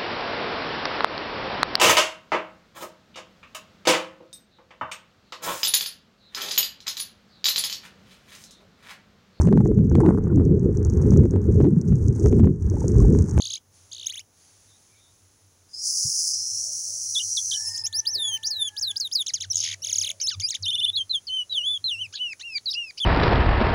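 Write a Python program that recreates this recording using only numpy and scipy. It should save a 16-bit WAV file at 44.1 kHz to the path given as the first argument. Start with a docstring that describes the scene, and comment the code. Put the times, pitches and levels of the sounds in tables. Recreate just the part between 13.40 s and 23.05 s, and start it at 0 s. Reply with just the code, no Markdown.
"""Zipping trills from a finch close by, in a wooden cage outdoors; then a long dry buzz, sliding whistles
and nasal notes. The membranes of its syrinx are the source and its throat is the filter: strong even
harmonics make a note nasal, chaotic vibration makes the buzz, and the cage adds short reflections.
Two soft bumps ring nearby as damped modes. Far off, other birds chirp and a rooster crows once.
Behind it all, a faint high hiss rises and falls and a low rumble swells now and then."""
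import sys
import numpy as np
from scipy import signal
from scipy.fft import rfft, irfft, next_fast_len
from scipy.io import wavfile
from scipy.ndimage import uniform_filter1d, map_coordinates

SR = 44100
rng = np.random.default_rng(int(sys.argv[2]) if len(sys.argv) > 2 else 0)


def generate_wav(signal):
    """Clip the signal to [-1, 1] and save it as 16-bit WAV at the path in sys.argv[1]."""
    frames = np.transpose(np.atleast_2d(signal))
    scaled = np.clip(frames, -1, 1) * 32767
    pcm = np.round(scaled).astype(np.int16)
    wavfile.write(sys.argv[1], SR, pcm)


N = 425565
TIME = np.arange(N) / SR
TOP_HZ = 15800  # band limit
RATTLE_HZ = 716  # fast rattle of the syrinx
DROP_SHARE, DROP_S, DROP_DB = 0.59, 0.0031, 29.5  # as the pressure goes, pitch and level fall away
# transfer function of the throat and open beak: (frequency [Hz], gain [dB])
THROAT = [(1200, -9.5), (2000, 0), (2600, -10), (3300, 4), (3850, 3.5), (5000, 5), (6000, 3), (6700, 9.5),
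          (7200, -15), (7800, -20), (9200, -13), (10700, -0.5), (12300, -28), (15200, -12)]


def amp(db):
    """Decibels to amplitude ratio."""
    return 10 ** (np.asarray(db) / 20)


def unit(x):
    """Normalise to rms 1."""
    return x / np.sqrt(np.mean(np.abs(x) ** 2) + 1e-20)


def along(points, hz):
    """Interpolate (frequency [Hz], value) points on a logarithmic frequency axis."""
    freqs, values = np.transpose(points)
    return np.interp(np.log(np.abs(hz) + 1), np.log(freqs + 1), values)


def curves(rows, t=TIME):
    """Interpolate each column after the first at times t."""
    times, *columns = np.transpose(rows)
    return [np.interp(t, times, column) for column in columns]


def gate(t, start, end, fade):
    """A window with raised-cosine edges centred on start and end."""
    return np.sin(np.pi / 2 * np.clip(np.minimum(t - start, end - t) / fade + .5, 0, 1)) ** 2


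def clock(length):
    """Seconds into a note, and its progress from 0 to 1."""
    t = np.arange(max(int(length * SR), 100)) / SR
    return t, t / t[-1]


def wobble(rate, size=N):
    """Smooth random modulation: a spline through rate knots a second."""
    knots = rng.standard_normal(max(int(size * rate / SR) + 4, 1000))
    return map_coordinates(knots, [np.arange(size) * rate / SR])


def filtered(x, response):
    """Linear filtering: multiply the spectrum by a frequency response."""
    size = next_fast_len(N + SR // 2)
    return irfft(rfft(x, size) * response(np.fft.rfftfreq(size, 1 / SR)), size)[:N]


def noise(spectrum):
    """White noise filtered to a given spectral shape, at rms 1."""
    return unit(filtered(rng.standard_normal(N), lambda hz: amp(along(spectrum, hz))))


def narrow(centre_hz, width_hz):
    """Narrowband noise of rms 1: a carrier with two random envelopes in quadrature."""
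    position = np.cumsum(np.abs(width_hz) * np.ones(N)) / SR
    a, b = [map_coordinates(rng.standard_normal(int(position[-1]) + 4), [position]) for _ in range(2)]
    phase = 2 * np.pi * np.cumsum(centre_hz * np.ones(N)) / SR
    return unit(a * np.cos(phase) + b * np.sin(phase))


def background(call_s=0.087):
    """Noise bands add: still air, high hiss that rises and falls, swells of low rumble, vague far calls."""
    # spectra of the air and the hiss: (frequency [Hz], relative density [dB])
    air_spectrum = [(25, -19), (70, -8), (400, -13.5), (1400, -21.5), (6500, -45), (11000, -35),
                    (15500, -26)]
    hiss_spectrum = [(2800, -19.5), (4800, -15.5), (6400, -6.5), (8300, -20.5), (10000, -9.5),
                     (12500, -41), (15500, -38.5)]
    # envelopes of the hiss and the rumble, and peaks of the calls: (time [s], level [dB])
    hiss_levels = [(.3, -68), (.36, -57.5), (.9, -66.5), (1.02, -58), (2.1, -63.5), (4.6, -58),
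                   (7.7, -59.5)]
    rumble_levels = [(0, -60.5), (1.2, -69), (2.85, -65), (4.6, -54.5), (5.9, -67), (5.99, -51.5),
                     (6.65, -52), (6.8, -67), (6.98, -39.5), (7.13, -68), (7.22, -45), (7.9, -68.5),
                     (8.65, -55), (8.8, -68)]
    far_calls = [(3.28, -63.5), (3.53, -65), (5.15, -65), (6.45, -64), (6.72, -60.5), (8.17, -62)]
    air = amp(-66.5) * noise(air_spectrum)
    hiss = amp(curves(hiss_levels)[0]) * noise(hiss_spectrum)
    rumble = amp(curves(rumble_levels)[0]) * (narrow(96, 22) + amp(-16) * narrow(148, 27))
    calls = sum(amp(db) * np.exp(-((TIME - s) / call_s) ** 2) for s, db in far_calls) * narrow(610, 170)
    return air + hiss + rumble + calls


def far_birds(quaver=0.043):
    """Thin distant chirps: pure tones that quaver by random frequency modulation."""
    # chirps: (time [s], length [s], start pitch [Hz], end pitch [Hz], level [dB])
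    notes = [(.94, .24, 4650, 4500, -68), (1.264, .14, 3750, 3760, -62), (1.488, 0.135, 2400, 2280, -65),
             (1.543, 0.2, 3550, 3780, -62)]
    out = np.zeros(N)
    for s, length, from_hz, to_hz, db in notes:
        t, u = clock(length)
        hz = (from_hz + (to_hz - from_hz) * u) * (1 + quaver * wobble(295, len(t)))
        out[int(s * SR):][:len(t)] += amp(db) * np.sin(np.pi * u) * np.sin(2 * np.pi * np.cumsum(hz) / SR)
    return out


def rooster():
    """A far crow, strongest in its second harmonic; propagation through the air makes it flutter."""
    # contour of the crow: (time [s], pitch [Hz], level [dB])
    crow = [(4.121, 825, -51.5), (4.32, 923, -48.5), (4.549, 884, -52), (4.929, 896, -50.5),
            (5.651, 807, -59)]
    hz, level_db = curves(crow)
    phase = 2 * np.pi * np.cumsum(hz * (1 + .005 * wobble(70))) / SR
    second = amp(2.8 * wobble(25)) * np.sin(2 * phase)
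    fundamental = amp(-9.5 + 2.8 * wobble(25)) * (np.sin(phase) + 0.65 * narrow(hz, 130))
    rasp = amp(-7) * narrow(2 * hz, 120)
    envelope = amp(level_db - 3.5) * gate(TIME, crow[0][0], crow[-1][0], fade=0.1)
    return (second + fundamental + rasp) * envelope


def bumps(t60=0.13, attack_s=0.0083):
    """Damped oscillation: each soft knock excites one low mode and a band of noise."""
    # impacts: (time [s], level [dB], mode frequency [Hz])
    knocks = [(2.644, -34.5, 98.6), (4.756, -42, 412.4)]
    out = np.zeros(N)
    for s, db, hz in knocks:
        t = np.maximum(TIME - s, 0)
        ring = np.sin(2 * np.pi * hz * t) + 1.3 * narrow(1.2 * hz, hz)
        out += amp(db - 60 * t / t60) * (1 - np.exp(-t / attack_s)) * ring
    return out


def reflections(x, near_t60=.02, far_t60=0.067):
    """Reverberation by convolution: cage and ground reflect at once, the garden faintly and later."""
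    t = np.arange(SR // 2) / SR
    near = rng.standard_normal(len(t)) * amp(-60 * t / near_t60) * (t > .001)
    far = rng.standard_normal(len(t)) * amp(-60 * t / far_t60) * (t > .01)
    impulse_response = amp(-16) * near / np.linalg.norm(near) + amp(-21) * far / np.linalg.norm(far)
    return signal.fftconvolve(x, impulse_response)[:N]


def syrinx(t, hz, level_db, nasal_db, rough, jitter, slope_db, ring_db, ring_hz=6490, ring_width_hz=230):
    """Source and filter: a membrane's harmonics flash as they cross throat and windpipe resonances."""
    hz = hz * (1 + jitter * wobble(492.6, len(t)))
    phase = 2 * np.pi * np.cumsum(hz) / SR
    smear = 2 * rough * wobble(1800, len(t))  # hoarseness smears every harmonic alike
    odd = 1 / np.sqrt(1 + amp(nasal_db) ** 2)
    even = odd * amp(nasal_db)  # nasality is the ratio of even to odd harmonics at the source
    voice = np.zeros(len(t))
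    for k in range(1, 6):
        pair_offset_khz = (k - 1) // 2 * 2 * hz / 1000  # the source spectrum falls pair by pair
        windpipe_db = ring_db * np.exp(-((k * hz - ring_hz) / ring_width_hz) ** 2)
        gain = amp(slope_db * pair_offset_khz + windpipe_db + along(THROAT, k * hz))
        voice += (odd if k % 2 else even) * gain * (k * hz < TOP_HZ) * np.sin(k * phase + smear)
    shimmer = (1 + rough * wobble(1495, len(t))) / np.sqrt(1 + rough ** 2)
    return amp(level_db) * voice * shimmer


def sing(out, start, hz, level_db, nasal_db, slope_db, edge_s=0.0021, waver=0.005, flutter_db=1,
         jitter=0.0041, rough=0.00076, ring_db=0):
    """Add a note to out; when hoarse, the two sides of the syrinx beat and a rattle adds sidebands."""
    # hoarse moments: (time [s], half length [s], depth [0-1])
    rasps = [(4.38, .014, 0.13), (4.465, .008, 0.17), (5.602, .0054, 0.03), (6.814, 0.023, 0.12),
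             (8.131, 0.016, 0.04), (8.731, 0.01, 0.05), (9.004, 0.01, 0.17)]
    beat_hz, beat_db, rattle_index = 74, 39, 5.1  # swing and index at full depth
    t = np.arange(len(hz)) / SR
    hoarse = sum(depth * np.exp(-((start + t - s) / half) ** 2) for s, half, depth in rasps)
    hz = uniform_filter1d(hz, size=len(t) // 60 + 1) * (1 + waver * wobble(60, len(t)))
    beat, rattle = [np.sin(2 * np.pi * rate * t + wobble(45, len(t))) for rate in (beat_hz, RATTLE_HZ)]
    level_db = level_db + flutter_db * wobble(91.3, len(t)) + beat_db * hoarse * (beat - .5)
    voice = syrinx(t, hz, level_db, nasal_db, rough + hoarse, jitter, slope_db, ring_db)
    voice *= (1 + rattle_index * hoarse * rattle) / np.hypot(1, rattle_index * hoarse)
    voice *= gate(t, edge_s / 2, t[-1] - edge_s / 2, edge_s)
    place = out[max(int(start * SR), 0):][:len(t)]
    place += voice[:len(place)]


def swell(u):
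    """Driving pressure peaks in mid-note: -1 at both ends, 0 in the middle."""
    return np.sin(np.pi * u) - 1


def trills(swell_db=10, scatter_db=2, colour_db=2, detune=0.0137):
    """Exponential sweeps, about 40 to 80 a second, fuse into a zip; early trills rise, the last falls."""
    # one list a trill:
    # (time [s], spacing [s], sweep length [s], start pitch [Hz], end pitch [Hz], level [dB], nasality [dB])
    chains = [
        [(.001, .0163, 0.017, 2780, 5350, -33.5, -1.5), (.145, .0163, 0.025, 2580, 5370, -34, -4),
         (.17, .026, 0.017, 1780, 3310, -39.5, -10)],
        [(.513, .0157, 0.017, 2710, 5530, -41, -0.5), (.644, .0155, 0.017, 2430, 4000, -38.5, -13)],
        [(6.122, .0124, 0.018, 4870, 2870, -33, 9), (6.159, .0123, .018, 4590, 2406, -25, 21),
         (6.25, .0125, 0.022, 4210, 1793, -31.5, -4.5), (6.34, .015, .023, 4130, 1700, -32, -10)],
    ]
    out = np.zeros(N)
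    for rows in chains:
        s = rows[0][0]
        while s <= rows[-1][0]:
            spacing, length, from_hz, to_hz, db, nasal_db = curves(rows, s)
            _, u = clock(length)
            pitch_chance, level_chance, nasal_chance = rng.standard_normal(3)
            hz = from_hz * (to_hz / from_hz) ** u * (1 + detune * pitch_chance)
            level_db = db + swell_db * swell(u) + scatter_db * level_chance
            sing(out, s, hz, level_db, nasal_db + colour_db * nasal_chance, slope_db=-1.5,
                 edge_s=0.0015, jitter=0.04, rough=0.093, ring_db=4, flutter_db=2)
            s += spacing
    return out


def sweeps(swell_db=13, bend=0.87):
    """Trills slow into single sweeps; the second harmonic flashes on crossing the windpipe resonance."""
    # sweeps: (time [s], length [s], start pitch [Hz], end pitch [Hz], level [dB], nasality [dB])
    notes = [(0.657, 0.028, 2230, 4300, -29, 3.5), (0.682, 0.037, 1930, 4550, -32.5, -13),
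             (0.719, 0.038, 1720, 3960, -37, -18), (0.752, 0.042, 1745, 4040, -34, -16),
             (0.79, .025, 1810, 3200, -35.5, -9), (6.431, 0.035, 4820, 1950, -31.5, 0.5),
             (6.456, 0.037, 4470, 1920, -32, 1.5), (6.483, .039, 4230, 1940, -31.5, -1),
             (6.513, 0.044, 4340, 1980, -28.5, 10.5), (6.543, 0.039, 4350, 1980, -29, 7),
             (6.567, 0.046, 4460, 2110, -27, 15.5), (6.604, 0.037, 4010, 1930, -25.5, 4),
             (6.632, .035, 4510, 2150, -27, -11), (6.659, 0.038, 4520, 1920, -27.5, -18),
             (6.696, 0.022, 4270, 1950, -25.5, -15.5)]
    out = np.zeros(N)
    for s, length, from_hz, to_hz, db, nasal_db in notes:
        _, u = clock(length)
        hz = from_hz + (to_hz - from_hz) * u ** bend
        sing(out, s, hz, db + swell_db * swell(u), nasal_db, slope_db=-0.34, ring_db=6,
             jitter=.014, rough=0.084)
    return out


def clashes():
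    """The two sides of the syrinx clash in short rasps: noise, amplitude-modulated by the rattle."""
    # rasps: (time [s], half length [s], centre [Hz], bandwidth [Hz], level [dB])
    rasps = [(5.075, 0.01, 5800, 700, -25), (8.758, .007, 4320, 900, -33), (8.774, 0.013, 3570, 1093, -35),
             (9.306, .01, 4810, 911, -30), (9.346, .009, 4950, 451, -27), (9.588, .011, 4900, 1096, -36)]
    centre_hz, width_hz = curves([(s, hz, width) for s, _, hz, width, _ in rasps])
    envelope = sum(amp(db) * np.exp(-((TIME - s) / half) ** 2) for s, half, _, _, db in rasps)
    band = narrow(centre_hz, width_hz)
    rattle = amp(4.9 * np.sin(2 * np.pi * RATTLE_HZ * TIME + wobble(45)))
    return envelope * unit(band * rattle)


def buzz():
    """Chaotic vibration of the syrinx gives tiny noise bursts; the band narrows towards a whistle."""
    # envelopes: (time [s], core level [dB], edge level [dB])
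    levels = [(2.285, -63, -72), (2.326, -60, -64), (2.336, -35.5, -59), (2.42, -32.5, -44.5),
              (2.46, -25.5, -34.5), (2.89, -26.5, -33.5), (2.96, -25, -40), (3.5, -32, -40.5),
              (4.1, -26, -40), (4.3, -33.5, -42.5), (4.395, -28, -50), (4.43, -38, -59)]
    # resonance at the core: (time [s], centre [Hz], bandwidth [Hz])
    resonance = [(2.34, 4990, 402.7), (2.47, 5550, 1500), (2.9, 5560, 1449), (3.3, 5854, 998),
                 (4.1, 6000, 654), (4.32, 5170, 345)]
    # spectrum of the broad edge: (frequency [Hz], relative density [dB])
    edge_spectrum = [(3000, -46), (4000, -31.5), (5000, 3.5), (6600, 7), (7500, -1.5), (8700, -2),
                     (10100, 0), (11500, -18.5), (13300, -32), (15200, -13)]
    core_db, edge_db = curves(levels)
    bursts = unit(amp(0.98 * wobble(700) + 0.66 * wobble(90) + .6 * wobble(19)))
    core = amp(core_db - 2.5) * narrow(*curves(resonance))
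    edge = amp(edge_db + 6) * noise(edge_spectrum)
    low_ring = amp(core_db - 27.5) * narrow(4270, 230)
    return (core + edge + low_ring) * bursts * gate(TIME, levels[0][0], levels[-1][0], fade=.015)


def chirps(swell_db=7, dive_share=0.18, curl_power=2.2):
    """Nearly pure tones whose pitch relaxes exponentially towards a trough; most curl up again."""
    # chirps: (time [s], length [s], start pitch [Hz], trough [Hz], end pitch [Hz], level [dB])
    notes = [(3.748, 0.047, 4310, 3210, 3820, -23.5), (3.791, 0.031, 3720, 2714, 3220, -24.5),
             (3.962, 0.034, 7200, 3140, 3460, -25), (4.108, 0.034, 5740, 2640, 4070, -26),
             (4.138, 0.029, 3900, 2840, 3160, -28), (7.224, 0.047, 7030, 3640, 3420, -30.5),
             (7.868, 0.026, 5460, 4370, 4330, -32), (9.257, 0.048, 4970, 3900, 3750, -25.5)]
    out = np.zeros(N)
    for s, length, from_hz, trough_hz, to_hz, db in notes:
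        _, u = clock(length)
        dive = (from_hz - trough_hz) * np.exp(-u / dive_share)
        curl = (to_hz - trough_hz) * u ** curl_power
        sing(out, s, trough_hz + dive + curl, db + swell_db * swell(u), nasal_db=-28, slope_db=-1.5)
    return out


def slides(swell_db=8, db_per_octave=4):
    """Power-law glides, late if the bend exceeds 1; the level rises with the pitch."""
    # glides: (time [s], length [s], start pitch [Hz], end pitch [Hz], bend, level [dB], nasality [dB])
    notes = [(4.255, 0.042, 2600, 3340, 6.1, -28.5, 22), (4.347, 0.042, 2346, 3930, 2, -30, 19.5),
             (4.437, .045, 2510, 3700, 1.9, -25.5, 17), (4.526, 0.078, 2500, 6110, 0.41, -25.5, -2),
             (4.587, 0.018, 6040, 4430, 6.9, -19, -15), (6.1, 0.026, 6070, 5020, 1.4, -23, -9.5),
             (6.419, 0.029, 2518, 3170, 0.64, -33.5, 9), (8.994, 0.034, 1330, 2260, 1.04, -37, 8.5)]
    out = np.zeros(N)
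    for s, length, from_hz, to_hz, bend, db, nasal_db in notes:
        _, u = clock(length)
        hz = from_hz + (to_hz - from_hz) * u ** bend
        level_db = db + swell_db * swell(u) + db_per_octave * np.log2(hz / hz.mean())
        sing(out, s, hz, level_db, nasal_db, slope_db=-0.5)
    return out


def arches(tail_ratio=1.316, attack_db=17, attack_s=0.0067, release_db=8, release_s=0.0059):
    """Coupled pitch and amplitude modulation: whistles climb, thin out and settle on a sagging tail."""
    # whistles:
    # (time [s], rise [s], length [s], peak [Hz], settling [s], roundness, end pitch [Hz], level [dB])
    notes = [(4.65, 0.071, 0.33, 6170, 0.038, 1.93, 3027, -26.5),
             (5.027, 0.069, .27, 6660, 0.014, 0.68, 3180, -28.5),
             (5.363, 0.043, 0.16, 8000, 0.016, 1.01, 3385, -27.5),
             (5.556, 0.033, 0.126, 8570, 0.015, 2, 3590, -26.5),
             (5.712, 0.031, 0.12, 7300, 0.0091, 0.71, 3310, -25.5)]
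    # path towards the peak: (share of the rise [0-1], pitch [Hz])
    climb = [(0, 2560), (.3, 4660), (.7, 5450)]
    out = np.zeros(N)
    for s, rise, length, peak_hz, settle, roundness, end_hz, db in notes:
        t, _ = clock(length)
        after = np.maximum(t - rise, 0)
        tail = end_hz * tail_ratio ** (1 - after / after[-1])
        fall = tail + (peak_hz - tail[0]) * np.exp(-(after / settle) ** roundness)
        hz = np.where(t < rise, curves(climb + [(0.93, peak_hz)], t / rise)[0], fall)
        drop = np.exp((t - t[-1]) / DROP_S)
        thin_db = 6 * np.exp(-((t - rise) / settle) ** 2) + 4 * np.exp(-((hz - 4050) / 300) ** 2)
        bloom_db = 3 * np.exp(-((hz - 5000) / 400) ** 2)
        ends_db = attack_db * np.exp(-t / attack_s) + release_db * np.exp((t - t[-1]) / release_s)
        level_db = db - thin_db + bloom_db - ends_db - DROP_DB * drop
        sing(out, s, hz * (1 - DROP_SHARE * drop), level_db, nasal_db=-9, slope_db=-0.53,
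             waver=.012, flutter_db=2.5)
    return out


def chips(attack_db=9, fall_bend=.9):
    """Short notes, nasal with even harmonics, that flick up, then fall and fade."""
    # chips: (time [s], rise [s], length [s], start pitch [Hz], peak [Hz], end pitch [Hz],
    #         level [dB], fade [dB], nasality [dB])
    notes = [(5.862, 0.011, 0.047, 2340, 4260, 1800, -25, 9.5, 4.5),
             (5.935, 0.0066, 0.057, 2370, 3470, 1420, -24, 27, 13),
             (6.002, 0.013, 0.055, 2300, 4140, 1336, -28.5, 14, 1.5),
             (6.997, 0.0079, 0.032, 1975, 3830, 2005, -28.5, 10, 6),
             (7.14, 0.014, 0.039, 1930, 3960, 1320, -26, 33, -4.5),
             (8.725, .02, 0.042, 1170, 1740, 1540, -37, 20, 4),
             (9.304, .013, 0.042, 3930, 5690, 2400, -29, 12, -16),
             (9.574, 0.0073, 0.02, 2150, 3070, 2260, -32, 4, -8.5)]
    out = np.zeros(N)
    for s, rise, length, from_hz, peak_hz, to_hz, db, fade_db, nasal_db in notes:
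        t, _ = clock(length)
        before = np.maximum(1 - t / rise, 0)
        after = np.maximum(t - rise, 0) / (length - rise)
        hz = peak_hz * (from_hz / peak_hz) ** before ** 0.97 * (to_hz / peak_hz) ** after ** fall_bend
        level_db = db - attack_db * before ** 2 - fade_db * after ** 1.08
        sing(out, s, hz, level_db, nasal_db, slope_db=-1.5)
    return out


def twangs():
    """Two long nasal notes in which the second harmonic mostly outweighs the fundamental."""
    # one contour a note: (time [s], pitch [Hz], level [dB], nasality [dB])
    contours = [
        [(6.799, 2100, -39, 4), (6.819, 3234, -21.5, 14), (6.843, 2615, -30, 14), (6.865, 2620, -26.5, 18),
         (6.895, 5180, -22.5, -14), (6.907, 1880, -36, 1), (6.919, 1506, -31, 10), (6.953, 1130, -38, -5)],
        [(7.016, 2030, -45, -16), (7.038, 2470, -27, 9), (7.056, 2383, -26, 16), (7.084, 2850, -34.5, 3.5),
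         (7.1, 4250, -14, 19.5), (7.112, 2680, -32.5, 11), (7.138, 1740, -37.5, 6)],
    ]
    out = np.zeros(N)
    for rows in contours:
        s = rows[0][0]
        t, _ = clock(rows[-1][0] - s)
        sing(out, s, *curves(rows, s + t), slope_db=-1.5)
    return out


def warble(start_s=7.253, period_s=0.049, count=5, mellow_db=4):
    """Two oscillators, the sides of the syrinx, alternate low and high flicks that mellow each cycle."""
    # one contour a side: (time in the cycle [s], pitch [Hz], level [dB], nasality [dB])
    sides = [
        [(0, 2470, -43, 15), (.007, 2880, -28, -4), (.014, 2947, -24.5, -31), (.03, 3270, -29, -24)],
        [(.028, 3180, -31, -4), (.034, 3400, -24, -32), (.044, 3590, -25.5, -27), (.054, 3480, -23.5, -15)],
    ]
    out = np.zeros(N)
    for cycle in range(count):
        for rows in sides:
            delay = rows[0][0]
            t, _ = clock(rows[-1][0] - delay)
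            hz, level_db, nasal_db = curves(rows, delay + t)
            sing(out, start_s + cycle * period_s + delay, hz, level_db, nasal_db - mellow_db * cycle,
                 slope_db=-2, edge_s=0.001, waver=0.018, flutter_db=2.5, rough=0.013)
    return out


def winding_whistles(gain_db=3):
    """Nearly sinusoidal tones of wandering pitch; the drive offsets the throat's gain at that pitch."""
    # one contour a whistle: (time [s], pitch [Hz], level [dB])
    contours = [
        [(7.53, 3780, -36), (7.552, 3800, -29), (7.564, 4370, -20.5), (7.574, 3460, -24), (7.61, 3120, -26),
         (7.633, 3205, -35)],
        [(7.694, 4620, -38), (7.7, 4090, -28.5), (7.716, 4090, -20.5), (7.726, 3860, -34.5),
         (7.76, 3295, -19.5), (7.787, 3080, -36.5)],
        [(7.882, 3190, -38), (7.9, 3003, -33), (7.938, 3091, -28), (7.982, 3100, -26), (8.022, 2880, -29),
         (8.035, 2950, -39)],
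        [(8.095, 3980, -36), (8.131, 3900, -27.5), (8.183, 3005, -25.5), (8.221, 2796, -34), (8.267, 3414, -23),
         (8.335, 3505, -24), (8.378, 3214, -29.5)],
        [(8.441, 4200, -25.5), (8.473, 4075, -23.5), (8.523, 2877, -28), (8.573, 2630, -39.5),
         (8.619, 3134, -27.5), (8.668, 2410, -40)],
        [(9.6, 3240, -31), (9.612, 3570, -31), (9.62, 3430, -21.5), (9.649, 2900, -25.5)],
    ]
    out = np.zeros(N)
    for rows in contours:
        s = rows[0][0]
        t, _ = clock(rows[-1][0] - s)
        hz, level_db = curves(rows, s + t)
        drive_db = level_db + gain_db - along(THROAT, hz)
        sing(out, s, hz, drive_db, nasal_db=-26, slope_db=-2.5, flutter_db=1.74, waver=0.0055)
    return out


def slurs(attack_db=11, attack_s=0.021, lift_share=0.15, lift_s=0.017, sag_bend=1.47, pure_db=-35):
    """Low whistles lift, sag and drop; energy shifts to the even harmonics, turning them nasal."""
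    # slurs: (time [s], length [s], top [Hz], end pitch [Hz], level [dB], fade [dB], end nasality [dB])
    notes = [(8.788, 0.15, 3130, 2406, -20, 6, -19), (9.027, 0.16, 2930, 2203, -25, 1, 9),
             (9.348, 0.1656, 2973, 2356, -15.5, 18, -6.5)]
    out = np.zeros(N)
    for s, length, top_hz, end_hz, db, fade_db, nasal_db in notes:
        t, u = clock(length)
        lift = 1 - lift_share * np.exp(-t / lift_s)
        drop = np.exp((t - t[-1]) / DROP_S)
        hz = (top_hz + (end_hz - top_hz) * u ** sag_bend) * lift * (1 - DROP_SHARE * drop)
        level_db = db - fade_db * u - attack_db * np.exp(-t / attack_s) - DROP_DB * drop
        sing(out, s, hz, level_db, pure_db + (nasal_db - pure_db) * u ** 2, slope_db=-4, flutter_db=1.8)
    return out


def scene():
    """Superposition of the finch's direct sound, its reflections and the background, in one channel."""
    finch = trills() + sweeps() + clashes() + buzz() + chirps() + slides() + arches() + chips()
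    finch = finch + twangs() + warble() + winding_whistles() + slurs()
    return (finch + reflections(finch) + rooster() + bumps() + far_birds() + background())[None]


def record(dry):
    """The microphone acts as an ideal low-pass filter at the band limit."""
    return np.array([filtered(x, lambda hz: hz < TOP_HZ) for x in dry])


dry = scene()
out = record(dry)
generate_wav(out)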